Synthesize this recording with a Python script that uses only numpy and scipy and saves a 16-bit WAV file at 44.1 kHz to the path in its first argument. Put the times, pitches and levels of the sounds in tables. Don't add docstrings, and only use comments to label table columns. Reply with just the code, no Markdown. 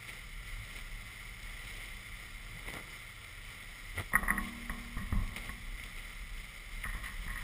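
import sys
import numpy as np
from scipy import signal
from scipy.fft import rfft, irfft, next_fast_len
from scipy.io import wavfile
from scipy.ndimage import map_coordinates

SR = 44100
rng = np.random.default_rng(int(sys.argv[2]) if len(sys.argv) > 2 else 0)


def dump_mix(stems):
    frames = np.atleast_2d(stems).T
    limited = np.clip(frames, -1, 1)
    pcm = np.round(limited * 32767).astype(np.int16)
    wavfile.write(sys.argv[1], SR, pcm)


N = 327663
TIME = np.arange(N) / SR

# start_s, body_db, rack_db, shudder_db, mount_chatter_db
JOLT_TIMES = [(4.12, -44, -50, -47, -49), (4.14, -32, -35, -40, -42.5), (4.23, -35, -58, -42, -45),
              (4.305, -38, -32.5, -44, -43.5), (4.369, -40, -41.5, -57, -55),
              (4.698, -32, -41.5, -47, -53.5), (4.968, -26.5, -55, -48, -47),
              (5.125, -20.5, -43.5, -43.5, -55), (5.492, -35.5, -54, -58, -63), (6.855, -32, -59, -55, -39),
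              (6.949, -36, -52, -50.5, -63), (7.027, -45, -68, -59, -41.5), (7.265, -34.5, -63, -64, -41),
              (7.355, -53, -64, -67, -43)]
# frequency_hz, density_db_per_hz (relative)
GRIT_SPECTRUM = [(150, -36), (500, -6), (1200, -9), (2500, 9), (3800, 6.5), (4500, -3.5), (5400, -2.5),
                 (6000, -3.5)]


def amp(db):
    return 10 ** (np.asarray(db) / 20)


def unit(x):
    return x / np.sqrt(np.mean(x ** 2) + 1e-20)


def curves(rows):
    s, *cols = np.transpose(rows)
    return [np.interp(TIME, s, c) for c in cols]


def wobble(rate):
    knots = rng.standard_normal(int(N * rate / SR) + 4)
    return map_coordinates(knots, [TIME * rate])


def swell(middle, reach):
    return np.exp(-2 * ((TIME - middle) / reach) ** 2)


def surge(s, rise, t60):
    t = np.maximum(TIME - s, 0)
    return (1 - np.exp(-t / rise)) * amp(-60 * t / t60)


def add(track, s, sound):
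    part = track[max(round(s * SR), 0):][:len(sound)]
    part += sound[:len(part)]


def filtered(x, response):
    size = next_fast_len(len(x) + SR // 4)
    hz = np.fft.rfftfreq(size, 1 / SR)
    return irfft(rfft(x, size) * response(hz), size)[:len(x)]


def dulled(x, edge_hz, order):
    return signal.sosfilt(signal.butter(order, edge_hz, fs=SR, output="sos"), x)


def coloured(x, spectrum):
    # centre_hz, half_width_hz (to 1/e of the lift), lift_db
    case_peaks = [(1206, 159, 7), (1385, 44, 8.5), (2082, 303, 15.5), (3040, 152, 5), (3460, 117, 5.5),
                  (3910, 113, 4.5), (4798, 142, 6.5), (5230, 176, 5.5)]
    hz = np.fft.rfftfreq(2 ** 14, 1 / SR)
    f, db = np.transpose(spectrum)
    level = np.interp(np.log(hz + 1), np.log(f), db)
    level = level + sum(lift * np.exp(-((hz - c) / w) ** 2) for c, w, lift in case_peaks)
    cepstrum = irfft(np.log(amp(level)))
    cepstrum[1:len(hz) - 1] *= 2
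    cepstrum[len(hz):] = 0
    impulse = irfft(np.exp(rfft(cepstrum)))
    return signal.fftconvolve(x, impulse)[:len(x)]


def ring(modes, scatter_db, attack):
    t = TIME[:int(SR * max(t60 for _, _, t60 in modes))]
    sound = np.zeros(len(t))
    for hz, db, t60 in modes:
        strength_db = db + scatter_db * rng.standard_normal()
        sound += amp(strength_db - 60 * t / t60) * np.sin(2 * np.pi * hz * t)
    sound = sound * (1 - np.exp(-t / attack))
    return sound / np.abs(sound).max()


def grains(rate, spread_db):
    hit = rng.random(N) < rate / SR
    size = amp(spread_db * np.clip(rng.standard_normal(N), -2, 2))
    return unit(hit * size * np.sign(rng.standard_normal(N)))


def engine():
    # time_s, drone_hz, drone_db (level shared by all the orders)
    engine_course = [(0, 111.6, -60.5), (1, 109.4, -61), (1.8, 103.8, -62.5), (2.7, 109.1, -61.5),
                     (3.5, 104.7, -64), (4.8, 108, -62.5), (5.8, 110.1, -66), (7.43, 107, -66)]
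    # multiple, relative_level_db
    firing_orders = [(1, 2), (1.5, -3), (2, -7), (2.5, -10), (3, 2.5), (3.5, -4), (4, -8.5), (4.5, -7.5),
                     (5, -15.5), (5.5, -8)]
    # frequency_hz, density_db_per_hz (relative)
    air_spectrum = [(80, -22.5), (250, 2), (360, -1), (480, 0.5), (900, -2), (1600, -0.5), (2500, 3),
                    (3700, 2), (4300, -6), (5400, -3), (6000, -9.5)]
    rush_db, rush_wander_db = -49.5, -0.15
    drone_hz, drone_db = curves(engine_course)
    firing_hz = drone_hz / 3
    phase = 2 * np.pi * np.cumsum(firing_hz * (1 + 0.0279 * wobble(16))) / SR
    drone = np.zeros(N)
    for k, db in firing_orders:
        flutter = amp(db + 2.43 * wobble(7.2))
        drone += flutter * np.sin(k * phase + 2 * np.pi * rng.random())
    texture = rng.standard_normal(N) + 0.5 * grains(rate=700, spread_db=2)
    rush = unit(coloured(texture * (1 + 0.057 * np.cos(phase)), air_spectrum))
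    rush_level = amp(rush_db + rush_wander_db * wobble(2.054) + 0.85 * wobble(12))
    return drone * amp(drone_db) + rush * rush_level


def chassis():
    # time_s, rumble_db
    ground_shake = [(0, -53), (0.9, -46), (1.7, -50), (2.2, -48), (3.2, -54.5), (3.9, -48.5), (4.6, -47.5),
                    (5.4, -44.5), (6.1, -47.5), (6.7, -48), (7.43, -42)]
    # frequency_hz, density_db_per_hz (relative)
    rumble_spectrum = [(10, -19), (22, -12.5), (35, 6), (42, -1), (52, -5), (65, -15), (100, -17),
                       (135, -27.5), (190, -20), (250, -32), (400, -49.5), (900, -63.5)]
    # frequency_hz, relative_level_db, t60_s
    body_modes = [(36.4, -1, 0.7), (51.9, 1, 0.35), (71, 4, 0.11), (98.5, -8.5, 0.24), (141, 2.5, 0.09),
                  (175, -15, 0.37), (199.3, -8.5, 0.27), (257, -33, 0.068), (490, -6.5, 0.026),
                  (1056, -7, 0.059), (1180, 3, .02), (1410, -18, .012)]
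    # frequency_hz, relative_level_db, t60_s
    rack_modes = [(178, 0.5, 0.34), (188.5, -2.5, 0.75), (199.5, -0.5, 0.8), (236.3, -8, 3.56),
                  (309, -10.5, 1.13), (378, -15, 1.5), (460, -12, 0.68), (626, -26, 1.4), (740, -10, .8),
                  (865, -11.5, 0.43), (1092, -7.5, 0.5), (1257, -4.5, 0.51)]
    # frequency_hz, density_db_per_hz (relative)
    panel_spectrum = [(80, -7), (250, -5), (400, -5.5), (620, 1), (900, -4), (1080, 9), (1300, -9.5),
                      (1700, -22), (2200, -45), (5000, -68)]
    wander_db, wanders_per_s = 1.5, 6
    sway_db, sway_rise_s, sway_t60_s = -6, 0.014, 0.65
    shake_db, = curves(ground_shake)
    rolling = amp(shake_db + wander_db * wobble(wanders_per_s))
    sway = sum(amp(body_db + sway_db) * surge(s, sway_rise_s, sway_t60_s)
               for s, body_db, *_ in JOLT_TIMES)
    rumble = unit(coloured(rng.standard_normal(N), rumble_spectrum)) * np.hypot(rolling, sway)
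    blows = np.zeros(N)
    t = TIME[:SR // 2]
    fade = 2.8 * amp(-60 * t / 0.023) + 0.47 * amp(-60 * t / 1.1)
    for s, body_db, rack_db, shudder_db, _ in JOLT_TIMES:
        add(blows, s, amp(body_db) * ring(body_modes, scatter_db=3.0, attack=0.0016))
        add(blows, s, amp(rack_db) * ring(rack_modes, scatter_db=2.0, attack=0.0085))
        panels = unit(coloured(rng.standard_normal(len(t)), panel_spectrum))
        add(blows, s, amp(shudder_db) * fade * panels)
    return rumble + blows


def ticks():
    # start_s, peak_db, brightness (negative dull, positive sharp)
    tick_times = [(.035, -39, -1.1), (.088, -31, 1), (1.429, -35, .9), (2.680, -35, -1.54),
                  (2.738, -28.5, 1), (3.245, -37, -0.6), (3.9835, -28.5, -1.59), (5.277, -34.5, 0.58),
                  (5.362, -28.5, -0.49), (5.797, -34.5, -1.3), (5.838, -30, 0.49), (6.838, -30, -0.77)]
    track = np.zeros(N)
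    t = TIME[:SR // 20]
    for s, db, bright in tick_times:
        tilted = [(hz, level + 12 * bright * np.log2(max(hz / 2000, 1))) for hz, level in GRIT_SPECTRUM]
        tick = coloured(rng.standard_normal(len(t)) * amp(-60 * t / 0.017), tilted)
        add(track, s, amp(db) * tick / np.abs(tick).max())
    return track


def tyres():
    # middle_s, reach_s (each side), grit_db, grinding_db
    crunch_times = [(0.097, 0.03, -45.5, -57), (0.775, 0.044, -47.5, -54), (1.75, 0.29, -49.5, -60),
                    (2.694, 0.022, -46, -48), (2.736, 0.35, -63.5, -54.5), (2.766, 0.049, -55, -47),
                    (3.633, 0.015, -48, -57), (3.992, 0.041, -43, -39.5), (4.46, 0.056, -46, -59),
                    (5.372, 0.018, -41, -50), (5.437, 0.14, -52.5, -52.5), (5.986, 0.043, -49.5, -57),
                    (6.81, 0.095, -52.5, -70), (7.059, .05, -45.5, -74), (7.373, 0.2, -53.5, -68)]
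    # frequency_hz, density_db_per_hz (relative)
    grind_spectrum = [(40, -22), (100, 10), (190, 2), (300, 2.5), (450, 1), (800, -3), (1400, -8),
                      (2200, -11), (5000, -46)]
    clump_db, clumps_per_s = 0.5, 110
    grit = unit(coloured(grains(rate=1800, spread_db=6), GRIT_SPECTRUM))
    grind = unit(coloured(grains(rate=1500, spread_db=4.5), grind_spectrum))
    crunch = np.zeros(N)
    for s, reach, grit_db, grind_db in crunch_times:
        crunch += swell(s, reach) * (amp(grit_db) * grit + amp(grind_db) * grind)
    return crunch * amp(clump_db * wobble(clumps_per_s))


def booms():
    # middle_s, reach_s (each side), pitch_hz, rms_db (at the middle)
    boom_times = [(0.617, 0.06, 100, -48.5), (2.57, 0.028, 161, -52), (2.598, 0.12, 107.4, -54),
                  (3.35, 0.65, 84, -61), (3.993, 0.036, 92, -37.5), (5.023, .025, 185, -40),
                  (5.196, 0.14, 98.7, -45)]
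    drift = 0.42 * wobble(30)
    track = np.zeros(N)
    for s, reach, hz, db in boom_times:
        tone = np.sqrt(2) * np.sin(2 * np.pi * hz * TIME + drift)
        track += amp(db) * swell(s, reach) * tone
    return track


def bounces(count):
    # start_s, level_db, flight_s (between contacts), loss_db (per bounce)
    seat_knocks = [(4.1346, -19.5, 0.012, 14), (4.1527, -10.5, 0.0048, 5.5), (4.2284, -38, 0.0064, 10),
                   (4.2812, -19, 0.0082, 5), (4.3036, -15, 0.0087, 9), (4.379, -21.5, 0.0053, 7),
                   (4.6951, -26, 0.0055, 19), (5.126, -35.5, .005, 3), (5.492, -30, 0.0046, 7),
                   (6.841, -28.5, 0.0087, 0.5), (6.929, -34.5, 0.0048, 8), (6.949, -41, .005, 13)]
    return [(s + k * flight, db - k * loss_db)
            for s, db, flight, loss_db in seat_knocks for k in range(count)]


def mount():
    # frequency_hz, relative_level_db, t60_s
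    mount_modes = [(910, -36, .1), (1099, -10.5, 0.12), (1197, -7, 0.036), (1237, -11.5, 0.058),
                   (1447, -10.5, 0.045), (1730, -28, 0.0072), (1907, 12, 0.017), (1990, -12, 0.036)]
    chatter_rise_s, chatter_t60_s = 0.0084, 0.53
    knocks = np.zeros(N)
    t = TIME[:SR // 10]
    scuff = 0.5 * amp(-60 * t / 0.01) + 0.1 * amp(-60 * t / 0.12)
    for s, db in bounces(count=3):
        modes = ring(mount_modes, scatter_db=1.5, attack=0.001)
        crack = filtered(scuff * rng.standard_normal(len(t)),
                         lambda hz: np.interp(hz, [800, 1100], [0.35, 1]))
        add(knocks, s, amp(db) * modes)
        add(knocks, s, amp(db) * crack)
    tap = ring(mount_modes, scatter_db=0.5, attack=0.0006)
    taps = signal.fftconvolve(grains(rate=550, spread_db=3), tap)[:N]
    chatter_level = sum(amp(db) * surge(s, chatter_rise_s, chatter_t60_s) for s, *_, db in JOLT_TIMES)
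    chatter = unit(taps) * chatter_level
    return dulled(knocks + chatter, edge_hz=2210, order=10)


def scene():
    return (engine() + chassis() + ticks() + tyres() + booms() + mount())[None]


def record(dry):
    hold_hz, top_hz = 12000, 15500
    band = filtered(dry[0], lambda hz: np.clip((hold_hz / 2 + 150 - hz) / 600, 0, 1))
    mirrored = band * (1 + 2 * np.cos(2 * np.pi * hold_hz * TIME))
    return filtered(mirrored, lambda hz: np.sinc(hz / hold_hz) * (hz < top_hz))[None]


dry = scene()
out = record(dry)
dump_mix(out)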